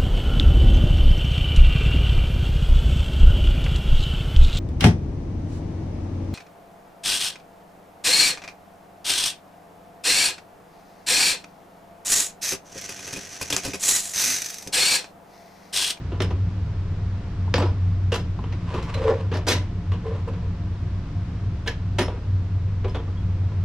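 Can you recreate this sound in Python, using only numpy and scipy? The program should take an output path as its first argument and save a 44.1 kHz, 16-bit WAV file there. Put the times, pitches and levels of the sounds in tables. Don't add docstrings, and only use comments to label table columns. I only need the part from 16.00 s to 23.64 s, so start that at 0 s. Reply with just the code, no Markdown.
import sys
import numpy as np
from scipy import signal
from scipy.fft import rfft, irfft
from scipy.io import wavfile
from scipy.ndimage import uniform_filter1d

SR = 44100
rng = np.random.default_rng(int(sys.argv[2]) if len(sys.argv) > 2 else 0)


def wrap_up_sound(samples):
    columns = np.atleast_2d(samples).T
    tamed = np.clip(columns, -1, 1)
    steps = np.round(tamed * 32767).astype(np.int16)
    wavfile.write(sys.argv[1], SR, steps)


N = 336924

# t/s, level/dB, relative thud, brightness and treble levels/dB, panel f/Hz,
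# struck part f/Hz, contact rise/ms, rattle T60/s, relative rattle level/dB
KNOCKS = [(.12, -25, 11.5, -15, -33, 376, 2740, 1.4, 0.2, -21.5),
          (.2036, -8.5, 4, -7, -25, 396, 3350, 0.86, .23, -24.5),
          (0.2194, -9.5, -4, -6, -11.5, 456, 2920, 1.1, 0.14, -24),
          (.306, -21, 11, -9, -26, 390, 2600, 3.1, 0.19, -28.5),
          (1.5404, -3, 1.5, -5, -28, 501, 5000, 0.3, 0.34, -26.5),
          (1.5805, -13.5, 10.5, -9, -13, 620, 1750, 0.84, .38, -27),
          (1.597, -18, 14.5, -6, -25, 322, 2280, 4.5, 0.16, -21),
          (1.62, -22, 11.5, -9, -26, 370, 1570, 5, 0.17, -11.5),
          (1.657, -28, 15, -8, -26, 400, 2480, 3, 0.12, -15),
          (2.1195, -11, 7.5, -6, -15.5, 549, 2730, 2, 0.13, -16.5),
          (2.1402, -9.5, 3.5, -3, -10, 433, 2840, 2.4, 0.21, -21.5),
          (2.39, -37, 18, -8, -26, 904, 2500, .8, .18, -27),
          (2.4402, -24.5, 9.5, -15, -34, 440, 2740, 0.98, 0.38, -30),
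          (2.523, -21.5, 3, -7, -38, 367, 3550, 3.4, 0.15, -20.5),
          (2.7408, -21.5, 11, -8, -19, 387, 2650, 1., 0.21, -17),
          (2.826, -21, -9, -4, -14.5, 455, 3600, 2.1, 0.52, -27),
          (2.9403, -16.5, -6, -8, -16, 473, 4100, 1.5, 0.051, -11),
          (3.3155, -20.5, 7.5, -11, -32, 586, 1940, 1.8, 0.34, -15),
          (3.337, -26, 3, -2, -14, 500, 5000, 4, 0.15, -12),
          (3.366, -24.5, 8, 0.5, -10, 424, 1280, 3.5, 0.095, -13.5),
          (3.4681, -13, 3.5, -3, -9, 350, 3200, 1.6, 0.29, -15),
          (3.4826, -2.5, -5, 1, -6, 727, 3830, 3.3, 0.18, -20.5),
          (3.498, -11, 4, -3, -5, 490, 2200, 2.7, 0.2, -21.5),
          (3.516, -3, -8, -1, -11.5, 420, 3370, 3, 0.19, -22),
          (3.535, -12, 1, 0, -16, 500, 4500, 6.1, 0.15, -27),
          (3.553, -15, 1, -11, -27, 700, 2200, 2.3, .25, -23),
          (3.9188, -21.5, 5, -11, -21, 1090, 2770, 0.88, 0.2, -20.5),
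          (4.2772, -40, 19, -7, -1, 465, 1300, 2.9, .12, -37),
          (4.334, -28, 9.5, -8, -26, 477, 2000, 3.7, 0.23, -24),
          (5.66, -18.5, 2.5, -19, -19, 450, 3230, 7.7, 0.23, -15.5),
          (5.675, -5.5, -7, -4.5, -19.5, 684, 2760, 2.2, .16, -25.5),
          (5.985, -4, 3, -6.5, -14, 403, 2070, 2.3, 0.18, -19.5),
          (6.014, -12.5, 8.5, -2, -13, 520, 2800, 3, 0.26, -29.5),
          (6.034, -20, 6, -10, -24, 480, 3000, 2.6, .2, -32),
          (6.0817, -20.5, 10.5, -15, -38, 480, 1300, 0.98, 0.47, -27),
          (6.844, -20.5, 12.5, -14, -40, 485, 2380, 2, 0.086, -14.5),
          (6.88, -27.5, 5, -8, -14, 413, 3000, 2.4, 0.28, -22),
          (6.946, -18.5, 7.5, -12, -28, 480, 3140, 2.2, 0.18, -16),
          (7.079, -41, 20.5, -11, -21, 347, 1810, 1.3, .22, -25),
          (7.519, -35, 13, -9, -22, 342, 1500, .8, 0.12, -23)]


def knocks():
    out, t = np.zeros((2, N + SR)), np.arange(int(.22 * SR)) / SR
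    tumbling = undb(2 * walk(120))
    for s, db, thud_db, bright_db, treble_db, panel_hz, part_hz, rise_ms, t60, rattle_db in KNOCKS:
        i = int(s * SR)
        pan_db = .3 * rng.standard_normal() * np.array([[.5], [-.5]])
        response = case_response(t, thud_db, bright_db, treble_db, panel_hz, part_hz)
        force = blow(t, rise_ms) + undb(rattle_db) * np.resize(tumbling[i:], len(t)) * rattle(t, t60)
        out[:, i:i + 2 * len(t) - 1] += signal.fftconvolve(force, undb(db + pan_db) * response, axes=1)
    return out[:, :N]


def blow(t, rise_ms):
    rise_s = rise_ms / 1000
    click = undb(-4.5 * rise_ms) * snap(t, 92, 9200)
    return click + crack(t, 88, 17000, t60=.022 + 6 * rise_s, rise_s=rise_s)


def rattle(t, t60):
    shared, left, right = (grains(len(t), per_s=9000, spread_db=2.2) for _ in range(3))
    coarse = band(shared, 100, 5000, order=1)
    one_sided = np.array([band(left, 4100, 15000), band(right, 4500, 15000)])
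    fine = shared - coarse + undb(-4.5) * one_sided
    return rise(t, .0084) * decay(t, t60) * (coarse + decay(t, .3) * fine)


# f/Hz, relative level/dB, T60/s
PANEL_MODES = [(257, -13, 0.23), (297.7, 6.5, 0.2), (385, 7.5, 0.087), (456, 12, 0.061), (497, 1.5, 0.045),
               (700, 2.5, 0.051), (960, -17.5, 0.057), (998, 3.5, 0.12), (1190, -7.5, 0.024)]
# f/Hz, relative level/dB, T60/s
TOOL_MODES = [(1716, 3, 0.053), (1880, 12.5, 0.05), (2200, 8, 0.047), (2770, 9.5, .06), (3470, 5.5, 0.073),
              (3300, 1.5, 0.18), (4000, 5, 0.11), (5090, -1.5, 0.086), (5300, 6.5, 0.11),
              (6020, -11, 0.088), (6900, -17, .1), (7780, 1, .06), (8700, -3.5, .08), (9970, -6.5, 0.16),
              (10700, -13, .1), (11700, -11.5, .1)]


def case_response(t, thud_db, bright_db, treble_db, panel_hz, part_hz):
    tools = undb(-13) * ring(TOOL_MODES, t, spread_db=3)
    thud = snap(t, 206, 476) + undb(3.5) * snap(t, 614, 1270) + ring(PANEL_MODES, t, spread_db=2)
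    thud += undb(-2.5) * snap(t, .823 * panel_hz, 1.037 * panel_hz)
    thud *= rise(t, .0019)
    middle = snap(t, 1470, 3310) + band(tools, 1000, 4000)
    middle += undb(-8.5) * snap(t, .868 * part_hz, 1.094 * part_hz)
    bright = snap(t, 3900, 6070) + undb(5.5) * band(tools, 3700, 5600)
    treble = snap(t, 6730, 9000) + undb(-9.5) * snap(t, 9300, 12500) + band(tools, 5500, 13000)
    body = undb(thud_db) * thud + middle + undb(bright_db) * bright + undb(treble_db) * treble
    side = undb(bright_db / 2 - 3) * crack(t, 1500, 4400, t60=.011)
    side += undb(treble_db - 2.5) * crack(t, 6000, 13000, t60=.015)
    return stereo(body, side)


# t/s, f/Hz (the nearest mode sounds), relative level/dB
PINGS = [(.206, 460, -27), (.222, 5330, -41), (.246, 5090, -44), (1.478, 950, -36), (1.545, 510, -21),
         (1.581, 1000, -29), (1.586, 7780, -43), (1.652, 5090, -48), (1.664, 1000, -35), (1.672, 5090, -50),
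         (2.122, 520, -18), (2.124, 2770, -31), (2.198, 5090, -46), (2.39, 950, -34), (2.744, 1200, -31),
         (2.942, 3950, -36), (3.105, 5090, -47), (3.317, 506, -27), (3.474, 5090, -29), (3.476, 6010, -31),
         (3.481, 700, -24), (3.483, 3950, -24), (3.486, 3500, -26), (3.497, 456, -26), (3.5, 5090, -31),
         (3.548, 1000, -32), (4.275, 950, -37), (5.676, 5090, -37), (5.679, 1690, -24), (5.987, 9970, -43),
         (5.99, 300, -23), (5.992, 1910, -27), (6.021, 9970, -45), (6.027, 5330, -39), (6.045, 5330, -42),
         (6.895, 5090, -48), (7.171, 3250, -50)]


def pings():
    out, t = np.zeros(N + SR), np.arange(int(.22 * SR)) / SR
    for s, near_hz, db in PINGS:
        hz, _, t60 = min(PANEL_MODES + TOOL_MODES, key=lambda mode: abs(mode[0] - near_hz))
        split_hz = (.01 * hz + 50) * rng.uniform(.6, 1)
        cluster = [(hz, 1), (hz + split_hz, .5), (hz - split_hz, .5)]
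        pure = decay(t, t60) * sum(gain * np.sin(2 * np.pi * f * t) for f, gain in cluster)
        stutter = rng.standard_normal(len(t)) * decay(t, .04)
        rough = signal.fftconvolve(pure, stutter)[:len(t)]
        i = int(s * SR)
        out[i:i + len(t)] += undb(db) * unit(rough) * np.std(pure)
    return out[:N]


# peak t/s, build-up/s, groan level/dB, upper mode level re groan/dB, scrape level/dB
SHOVES = [(2.755, 0.17, -42, -3, -37.5), (2.785, .04, -48, -3, -51.5), (2.82, 0.09, -46, -8, -58),
          (2.9, 0.052, -60, -9, -43.5), (2.955, .015, -41, 5, -43), (2.99, 0.037, -37, 3, -38),
          (3.02, .03, -34, 0, -50), (3.05, 0.038, -30, 0, -43), (3.072, 0.022, -22, -4, -44.5),
          (3.099, 0.033, -19.5, -8, -44), (3.138, .03, -41.5, 9, -53), (3.205, .018, -44, -1, -60),
          (3.25, 0.044, -55, 2, -60), (4.061, 0.034, -31, -13, -46.5), (4.105, 0.05, -36, -9, -59),
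          (4.154, 0.078, -45, -1, -49), (4.278, 0.011, -34, -4.5, -45), (4.455, 0.057, -47, -7, -58)]
# f/Hz, bandwidth/Hz, relative level/dB
SEAT_MODES = [(450, 18.7, 9.5), (336, 94, -7.5), (763, 32, -12.5), (1030, 71, -12.5), (1437, 90, -21.5),
              (1746, 90, -23)]
# f/Hz, relative spectral level/dB
SCRAPE_SPECTRUM = [(350, -18), (600, -8), (800, -9.5), (1040, 1), (1300, -11.5), (1600, -12.5), (2800, -16),
                   (5010, -26.5), (8000, -35), (14000, -56.5)]


def drags():
    t = np.arange(N) / SR
    slips = grains(N, per_s=2500, spread_db=.53)
    groan = sum(undb(db) * resonance(slips, hz, width_hz) for hz, width_hz, db in SEAT_MODES)
    groan = steady(groan, size=2000)
    upper_mode = steady(resonance(slips, hz=526, width_hz=24), size=2000)
    mid, side = (unit(colour(grains(N, per_s=2500, spread_db=1.8), SCRAPE_SPECTRUM)) for _ in range(2))
    scrape = stereo(mid, undb(-9) * band(side, 1500, 14000, order=1)) * undb(2.9 * walk(60))

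    def shove(peak_s, rise_s, fall_db_per_s):
        building_db = 23 * (peak_s - t) / rise_s
        slackening_db = fall_db_per_s * (t - peak_s - .0079)
        return undb(-np.maximum(building_db, slackening_db).clip(0))

    out = np.zeros((2, N))
    for s, rise_s, groan_db, upper_db, scrape_db in SHOVES:
        seat = undb(groan_db) * (groan + undb(upper_db) * upper_mode)
        out += seat * shove(s, rise_s, fall_db_per_s=333)
        out += undb(scrape_db) * scrape * shove(s, rise_s, fall_db_per_s=161.5)
    return out


def echo(near):
    t = np.arange(int(.4 * SR)) / SR
    mid, side = rng.standard_normal((2, len(t))) * decay(t, t60=.26) * (t > .003)
    mid, side = band(mid, 230, 6600, order=1), band(side, 1200, 7000, order=1)
    tail = stereo(mid, side) / np.linalg.norm(mid)
    return signal.fftconvolve(near.mean(axis=0, keepdims=True), tail, axes=1)[:, :N]


# f/Hz, level/dB, unsteady-to-steady ratio, rate of change/Hz
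MACHINE_TONES = [(27.4, -38.5, 0.5, 11), (58.25, -38, 1.8, 20), (112.5, -38, 0.83, 18),
                 (152.8, -43.5, 1.4, 22), (173.6, -41, 2.8, 22), (698, -60, 1.6, 23)]
# t/s, level/dB
HUM_LEVEL = [(0.0, -33.5), (0.42, -21.5), (0.47, -26.5), (1.23, -26), (1.27, -33), (1.49, -22),
             (2.1, -20.5), (2.15, -29), (2.72, -27.5), (2.76, -40), (2.91, -28.5), (3.38, -25),
             (3.44, -33.5), (3.53, -25), (3.85, -34), (3.91, -19.5), (4.06, -46), (4.14, -27.5),
             (5.01, -28), (5.06, -46), (5.19, -24), (5.27, -38), (5.48, -23.5), (5.55, -36), (6.01, -23),
             (6.23, -39), (6.29, -21.5), (6.89, -25), (6.99, -37), (7.05, -26), (7.61, -23), (7.63, -26)]


def drone():
    t = np.arange(N) / SR

    def tone(hz, unsteady, per_s):
        phasor = 1 + unsteady * (walk(per_s) + 1j * walk(per_s))
        return unit(np.imag(phasor * np.exp(2j * np.pi * hz * t)))

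    hum_gain = undb(np.interp(t, *np.transpose(HUM_LEVEL)))
    hum = hum_gain * steady(tone(hz=93.9, unsteady=.9, per_s=17), size=6000)
    return hum + sum(undb(db) * tone(hz, unsteady, per_s) for hz, db, unsteady, per_s in MACHINE_TONES)


# f/Hz, relative spectral level/dB
CITY_SPECTRUM = [(12, -28.5), (31, -29), (42, -17.5), (80, -6), (100, -10), (130, -18), (175, -16),
                 (215, -23), (270, -23), (371, -29.5), (764, -40), (950, -37.5), (3150, -50), (5450, -56),
                 (15000, -88)]
# f/Hz, side level re mid/dB
CITY_WIDTH = [(60, -30.5), (110, -24), (200, -22), (380, -18), (700, -7), (1290, -7.5), (2380, -5),
              (4390, -2), (8110, 0), (15000, -6)]


def city_wash():
    mid, side = (unit(colour(rng.standard_normal(N), CITY_SPECTRUM)) for _ in range(2))
    return undb(-32 + walk(2.025)) * stereo(mid, colour(side, CITY_WIDTH))


def ring(modes, t, spread_db):
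    hz, db, t60 = np.transpose(modes)[:, :, None]
    weight, detune, _ = rng.standard_normal((3, len(hz), 1))
    partials = np.sin(2 * np.pi * hz * (1 + .0053 * detune) * t) * decay(t, t60)
    out = np.sum(undb(db + spread_db * weight) * partials, axis=0)
    return out / np.linalg.norm(out)


def snap(t, lo_hz, hi_hz):
    out = band(1. * (t == 0), lo_hz, hi_hz, order=3)
    return out / np.linalg.norm(out)


def crack(t, lo_hz, hi_hz, t60, rise_s=.00065):
    out = band(rng.standard_normal(len(t)) * rise(t, rise_s) * decay(t, t60), lo_hz, hi_hz)
    return out / np.linalg.norm(out)


def grains(size, per_s, spread_db):
    hit = rng.random(size) < per_s / SR
    return unit(hit * rng.choice([-1., 1.], size) * undb(spread_db * rng.exponential(size=size)))


def walk(per_s):
    hold = int(SR / per_s)
    steps = np.repeat(rng.standard_normal(N // hold + 1), hold)
    return uniform_filter1d(uniform_filter1d(steps, hold), hold)[:N]


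def resonance(x, hz, width_hz):
    for width in (width_hz, 3 * width_hz):
        x = signal.lfilter(*signal.iirpeak(hz, hz / width, SR), x)
    return x


def band(x, lo_hz, hi_hz, order=2):
    return signal.sosfilt(signal.butter(order, [lo_hz, hi_hz], "band", fs=SR, output="sos"), x)


def colour(x, points):
    hz, db = np.transpose(points)
    f = np.arange(1, len(x) // 2 + 2) * SR / len(x)
    return irfft(rfft(x) * undb(np.interp(np.log(f), np.log(hz), db)), len(x))


def steady(x, size):
    return x / np.sqrt(uniform_filter1d(x ** 2, size=size))


def rise(t, rise_s):
    return 1 - np.exp(-t / rise_s)


def decay(t, t60):
    return 1000 ** (-t / t60)


def stereo(mid, side):
    return np.array([mid + side, mid - side])


def undb(db):
    return 10 ** (np.asarray(db) / 20)


def unit(x):
    return x / np.sqrt(np.mean(x ** 2))


def scene():
    near = knocks() + drags() + pings()
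    return near + undb(-17.5) * echo(near) + city_wash() + drone() * undb([[.2], [-.2]])


def record(dry):
    channels = np.array([np.append(0, dry[0, :-1]), dry[1]])
    rounded = np.tanh(1.562 * channels) / 1.505
    return signal.sosfilt(signal.ellip(8, .2, 70, 14800, fs=SR, output="sos"), rounded)


dry = scene()
out = record(dry)
wrap_up_sound(out)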